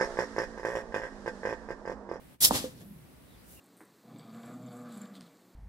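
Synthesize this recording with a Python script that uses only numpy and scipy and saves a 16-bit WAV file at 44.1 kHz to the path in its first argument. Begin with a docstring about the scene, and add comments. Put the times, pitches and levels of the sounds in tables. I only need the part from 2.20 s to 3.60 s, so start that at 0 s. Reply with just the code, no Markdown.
"""A quiet outdoor background, then a bright spit of air: a pump hose is pulled from the valve of an
inflatable kayak on dry grass. Air hisses through the opening gap and rings the valve throat, the nozzle
pops free with a deep thud from the hull, and a second, softer rush drains from the hose.
The handled hull rumbles, the hose knocks hollowly against it, fabric swishes and two faint whistles fall."""
import sys
import numpy as np
from scipy import signal
from scipy.fft import rfft, irfft
from scipy.io import wavfile

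SR = 44100
rng = np.random.default_rng(int(sys.argv[2]) if len(sys.argv) > 2 else 0)


def dump(signal):
    """Clip the signal to [-1, 1] and save it as 16-bit WAV at the path in sys.argv[1]."""
    limited = np.clip(np.atleast_2d(signal).T, -1, 1)
    pcm = np.round(limited * 32767).astype(np.int16)
    wavfile.write(sys.argv[1], SR, pcm)


N = 61739
T, HZ = np.arange(N) / SR, np.maximum(np.fft.rfftfreq(N, 1 / SR), 1)
CUTOFF_HZ = 15800


def from_db(db):
    """Decibels to gain."""
    return 10 ** (np.asarray(db) / 20)


def rms_one(x):
    """Scale to unit rms."""
    return x / np.sqrt(np.mean(x ** 2) + 1e-20)


def level(rows):
    """Gain envelope through (time [s], level [dB]) points."""
    return from_db(np.interp(T, *np.transpose(rows)))


def burst(rows):
    """The same envelope, gated shut before its first point and after its last."""
    return level(rows) * (T > rows[0][0]) * (T < rows[-1][0])


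def over_hz(points):
    """Join (frequency [Hz], value) points on a log-frequency axis."""
    hz, value = np.transpose(points)
    return np.interp(np.log(HZ), np.log(hz), value)


def drift(rate_hz):
    """Random modulator that rolls off above rate_hz; rms 1."""
    return rms_one(irfft(rfft(rng.standard_normal(N)) / (1 + (HZ / rate_hz) ** 2), N))


def airy_tone(hz, width_hz):
    """A narrow band of noise that follows a pitch; rms 1."""
    phase = 2 * np.pi * np.cumsum(hz) / SR
    return drift(width_hz) * np.cos(phase) + drift(width_hz) * np.sin(phase)


# centre pan (frequency [Hz], left minus right [dB])
CENTRED = [(100, 0), (10000, 0)]
def noise(eq_db, correlation, pan=CENTRED):
    """Mid/side noise with its EQ, stereo correlation and pan set per frequency; rms 1."""
    mid, side = rfft(rng.standard_normal((2, N)))
    alike, sign = np.clip(over_hz(correlation), -1, 1), np.array([[1], [-1]])
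    ears = np.sqrt(1 + alike) * mid + sign * np.sqrt(1 - alike) * side
    gain = from_db(eq_db + sign * over_hz(pan) / 2) * (HZ < CUTOFF_HZ) * (HZ > 20)
    return rms_one(irfft(ears * gain, N))


def taps(rows, low_hz, high_hz, order=2):
    """Band-passed impulses from (time [s], strength [dB]) rows."""
    clicks = np.zeros(N)
    for s, db in rows:
        clicks[int(s * SR)] += from_db(db)
    band = signal.butter(order, [low_hz, high_hz], "band", fs=SR, output="sos")
    return signal.sosfilt(band, clicks + 1e-18)


def pulse(s, low_hz, high_hz, order=2):
    """A band-limited pressure pulse of height 1."""
    out = taps([(s, 0)], low_hz, high_hz, order)
    return out / np.abs(out).max()


def ring(x, modes):
    """Resonator bank: each hit sets decaying sines going."""
    out = 0
    for hz, db, t60 in modes:
        r, w = from_db(-60 / (t60 * SR)), 2 * np.pi * hz / SR
        out = out + from_db(db) * signal.lfilter([0, np.sin(w)], [1, -2 * r * np.cos(w), r * r], x)
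    return out


# ambience fader (time [s], level [dB])
AMBIENCE_LEVEL = [(0, -54.5), (.145, -55), (.18, -71), (.2, -66.5), (.3, -42), (.6, -58), (.85, -56),
                  (1.15, -55.5), (1.4, -55)]
# bass-heavy open air (frequency [Hz], gain [dB])
AMBIENCE_EQ = [(15, -57), (25, -33), (42, -6.5), (62, 0), (75, -3.5), (86, -7), (126, -4.5), (215, -5),
               (267, -8), (359, -10), (421, -14.5), (552, -14), (722, -18), (1450, -22), (1900, -22),
               (3530, -27.5), (6920, -34), (8350, -28), (15500, -30)]
# narrow lows, wide highs (frequency [Hz], correlation [0-1])
AMBIENCE_CORRELATION = [(60, .75), (250, 0.23), (700, 0.12), (1500, .05), (15000, .03)]
def ambience():
    """A quiet outdoor bed that dips just before the spit and swells around the pop."""
    return level(AMBIENCE_LEVEL) * noise(over_hz(AMBIENCE_EQ), AMBIENCE_CORRELATION)


# sputtering attack (time [s], level [dB])
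SPIT_LEVEL = [(.202, -68), (.207, -29.5), (.227, -20), (.240, -21), (.249, -14.5), (.264, -23.5),
              (.273, -23), (.288, -29.5), (.32, -67), (.40, -75)]
# thin, bright hiss (frequency [Hz], gain [dB])
SPIT_EQ = [(50, -19.5), (220, -16), (650, -18), (1100, -24.5), (2000, -20.5), (2700, -21), (3500, -10),
           (5400, -10), (6800, -11), (9000, -6.5), (12000, -4.5), (13500, -8.5), (15500, -13.5)]
# placement of the hiss (frequency [Hz], left minus right [dB])
SPIT_PAN = [(200, 3), (1200, 3), (3000, -0.5), (4400, 0), (6000, -1.5), (9000, 2.5), (12500, 0.5),
            (15000, -6.5)]
# valve throat resonances (frequency [Hz], width [Hz], boost [dB])
THROAT_PEAKS = [(3330, 350, 2), (4350, 160, 0.5), (5370, 140, 3.5), (5800, 200, 3), (7300, 222, 6),
                (9830, 100, 1), (10450, 190, 2.5), (11820, 200, 3), (12220, 440, -1)]
# the throat sounds fully only at the gap's best width (time [s], level [dB])
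THROAT_LEVEL = [(.205, -55), (.225, -39), (.240, -23), (.249, -16.5), (.256, -21.5), (.266, -33.5),
                (.285, -34.5), (.32, -74.5)]
# the throat's sibilant tone (frequency [Hz], gain [dB])
THROAT_EQ = [(60, -38), (220, -19), (800, -20.5), (1400, -27.5), (2400, -16.5), (3300, -6.5), (4400, -7),
             (5400, 0), (6600, -8.5), (8500, -17), (15000, -21.5)]
# stereo image of all noise from the boat (frequency [Hz], correlation [0-1])
BOAT_CORRELATION = [(100, 1), (500, .78), (2000, .45), (3400, 0.3), (5500, 0.2), (9000, 0), (15000, .25)]
def valve_spit():
    """Air jets through the gap around the nozzle and swells in the valve throat."""
    peaks_db = sum(db / (1 + (2 * (HZ - hz) / width) ** 2) for hz, width, db in THROAT_PEAKS)
    spit = burst(SPIT_LEVEL) * noise(over_hz(SPIT_EQ) + peaks_db, BOAT_CORRELATION, SPIT_PAN)
    swell = burst(THROAT_LEVEL) * noise(over_hz(THROAT_EQ) + peaks_db, BOAT_CORRELATION, SPIT_PAN)
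    return spit + swell


# gust under the rush (time [s], level [dB])
BUFFET_LEVEL = [(.28, -61), (.32, -41.5), (.338, -33.5), (.362, -33), (.385, -41), (.43, -47.5), (.52, -68)]
# the gust's dark body (frequency [Hz], gain [dB])
BUFFET_EQ = [(30, -22.5), (70, -1.5), (170, -5.5), (270, 6.5), (420, -4.5), (850, -4.5), (1200, -7),
             (1600, -38), (4000, -40.5)]
# the hose empties (time [s], level [dB])
RUSH_LEVEL = [(.30, -40), (.328, -36.5), (.355, -28.5), (.378, -31), (.408, -40.5), (.445, -44.5),
              (.484, -52.5), (.55, -66), (.70, -77)]
# breathy hiss with no low end (frequency [Hz], gain [dB])
RUSH_EQ = [(760, -46), (1300, -10.5), (1810, -7), (2030, -8), (2280, -7), (2950, -5), (3270, -2),
           (5440, -3.5), (6830, -7), (7350, -4), (7980, -5.5), (12300, -7.5), (15500, -19)]
# placement of the rush (frequency [Hz], left minus right [dB])
RUSH_PAN = [(1300, -1.5), (3000, 2.5), (5000, -0.5), (7000, 5.5), (9500, -3), (12000, 7), (15000, -4)]
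def hose_rush():
    """Air drains from the freed hose: a softer hiss over low buffeting."""
    envelope = level(RUSH_LEVEL) * (T > RUSH_LEVEL[0][0])
    rush = envelope * noise(over_hz(RUSH_EQ), BOAT_CORRELATION, RUSH_PAN)
    buffet = burst(BUFFET_LEVEL) * noise(over_hz(BUFFET_EQ), BOAT_CORRELATION)
    return rush + buffet


# valve ring (frequency [Hz], gain [dB], decay to -60 dB [s])
VALVE_MODES = [(255, -27, 0.048), (774, -22, 0.026), (888, -24, 0.026), (1116, -30, 0.061),
               (2210, -27, 0.011)]
# short, duller echoes just after the pop (time [s], peak [dB], low cut [Hz], high cut [Hz])
POP_ECHOES = [(0.3127, -24.5, 134, 356), (0.3174, -27.5, 111, 540), (0.3239, -27, 380, 880)]
def nozzle_pop(at_s=.3091, suction_db=-13.5):
    """The nozzle pops free: a suction pulse, its short, duller echoes and the ring of the valve."""
    suction = -from_db(suction_db) * pulse(at_s, low_hz=483, high_hz=1130, order=3)
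    echoes = sum(from_db(db) * pulse(s, low, high) for s, db, low, high in POP_ECHOES)
    release = taps([(at_s, 0)], low_hz=162, high_hz=1340)
    return suction + echoes + ring(release, VALVE_MODES)


def hull_thud(at_s=.31, half_length_s=.016, hz=45, db=-40):
    """The hull gives a deep thud as the hose comes away."""
    since = T - at_s
    return from_db(db) * np.exp(-.5 * (since / half_length_s) ** 2) * np.sin(2 * np.pi * hz * since)


# handling swells (time [s], level [dB])
RUMBLE_LEVEL = [(.40, -83), (.47, -54), (.54, -56), (.63, -49.5), (.69, -61), (.73, -62), (.79, -81),
                (.92, -60.5), (1.27, -83.5), (1.335, -58), (1.39, -86)]
# dull body of the hull (frequency [Hz], gain [dB])
RUMBLE_EQ = [(40, -14), (110, -5), (180, -4), (250, -2), (340, -11.5), (600, -19), (2000, -40)]
def hull_rumble():
    """The hull rumbles under the hands."""
    envelope = level(RUMBLE_LEVEL) * (T > RUMBLE_LEVEL[0][0])
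    return envelope * noise(over_hz(RUMBLE_EQ), BOAT_CORRELATION)


# one clear knock, one faint touch (time [s], strength [dB])
KNOCKS = [(.4412, -2), (.610, -37)]
# air column of the hose (frequency [Hz], gain [dB], decay to -60 dB [s])
HOSE_MODES = [(275.4, -41.5, 0.29), (329, -29, 0.034), (456, -28.5, 0.057), (508.4, -28, 0.17),
              (555, -67, 0.037), (1200, -31.5, 0.089)]
def hose_knocks():
    """Soft blows against the boat ring the air in the hose; its thin wall radiates no bass."""
    return ring(taps(KNOCKS, low_hz=213, high_hz=665), HOSE_MODES)


# path of the hollow note (time [s], pitch [Hz], level [dB])
HULL_NOTE = [(0.472, 189.9, -51), (0.512, 164.8, -53.5), (0.569, 130.7, -61), (0.628, 179.4, -53.5),
             (0.681, 207, -56.5), (0.732, 185.8, -46.5), (0.781, 145.6, -57), (0.852, 141, -53)]
def hull_note():
    """A hollow note wanders as the hull is pressed."""
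    s, hz, db = np.transpose(HULL_NOTE)
    envelope = from_db(np.interp(T, s, db, left=-np.inf, right=-np.inf))
    return envelope * airy_tone(np.interp(T, s, hz), width_hz=28)


# slides (peak time [s], half length [s], level [dB], centre [Hz], half width [octaves])
SWISHES = [(0.58, 0.012, -63.5, 4200, .7), (0.615, 0.013, -58, 2600, 1.8), (.67, 0.09, -64, 11800, .15),
           (1.193, .03, -71, 4430, 0.22), (1.329, 0.047, -56, 11000, 0.97)]
def fabric_swishes():
    """Fabric and hose slide in short swells of high friction noise."""
    out = 0
    for s, half, db, hz, octaves in SWISHES:
        eq_db = -20 * np.log10(1 + (np.log2(HZ / hz) / octaves) ** 2)
        envelope = from_db(db) * np.exp(-.5 * ((T - s) / half) ** 2)
        out = out + envelope * noise(eq_db, BOAT_CORRELATION)
    return out


# glides (time [s], length [s], start pitch [Hz], end pitch [Hz], width [Hz], level [dB])
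WHISTLES = [(1.06, .13, 4120, 3280, 250, -70), (1.345, 0.112, 2900, 2470, 59.6, -60)]
def whistles():
    """Faint, airy tones that fade in and out as they fall in pitch."""
    out = 0
    for s, length, start_hz, end_hz, width_hz, db in WHISTLES:
        along = np.clip((T - s) / length, 0, 1)
        tone = airy_tone(start_hz + (end_hz - start_hz) * along, width_hz)
        out = out + from_db(db) * np.sin(np.pi * along) * tone
    return out


def outdoors(x, pan_right_db=3.5, wet_db=-11, t60_s=.2):
    """Pan the hits right and add a short scatter from the boat and the ground."""
    tail = rng.standard_normal((2, N)) * from_db(-60 * T / t60_s)
    tail = tail / np.sqrt(np.sum(tail ** 2, axis=1, keepdims=True))
    direct = x * from_db([[-pan_right_db / 2], [pan_right_db / 2]])
    return direct + from_db(wet_db) * signal.fftconvolve(x[None], tail, axes=1)[:, :N]


def from_right(x, lag_s=.00018):
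    """Sound from the boat reaches the left ear a little later."""
    left = irfft(rfft(x[0]) * np.exp(-2j * np.pi * HZ * lag_s), N)
    return np.array([left, x[1]])


def scene():
    """The mix: the boat to the right, centred whistles and the open-air bed."""
    jets = valve_spit() + hose_rush()
    flutter = from_db(.7 * drift(rate_hz=250))   # the jets waver by 0.7 dB rms
    hits = outdoors(nozzle_pop() + hose_knocks())
    hull = hull_thud() + hull_note() + hull_rumble()
    boat = jets * flutter + hits + hull + fabric_swishes()
    return from_right(boat) + whistles() + ambience()


def record(dry):
    """A steep high cut on the master."""
    return signal.sosfilt(signal.ellip(12, .1, 80, CUTOFF_HZ, fs=SR, output="sos"), dry)


dry = scene()
out = record(dry)
dump(out)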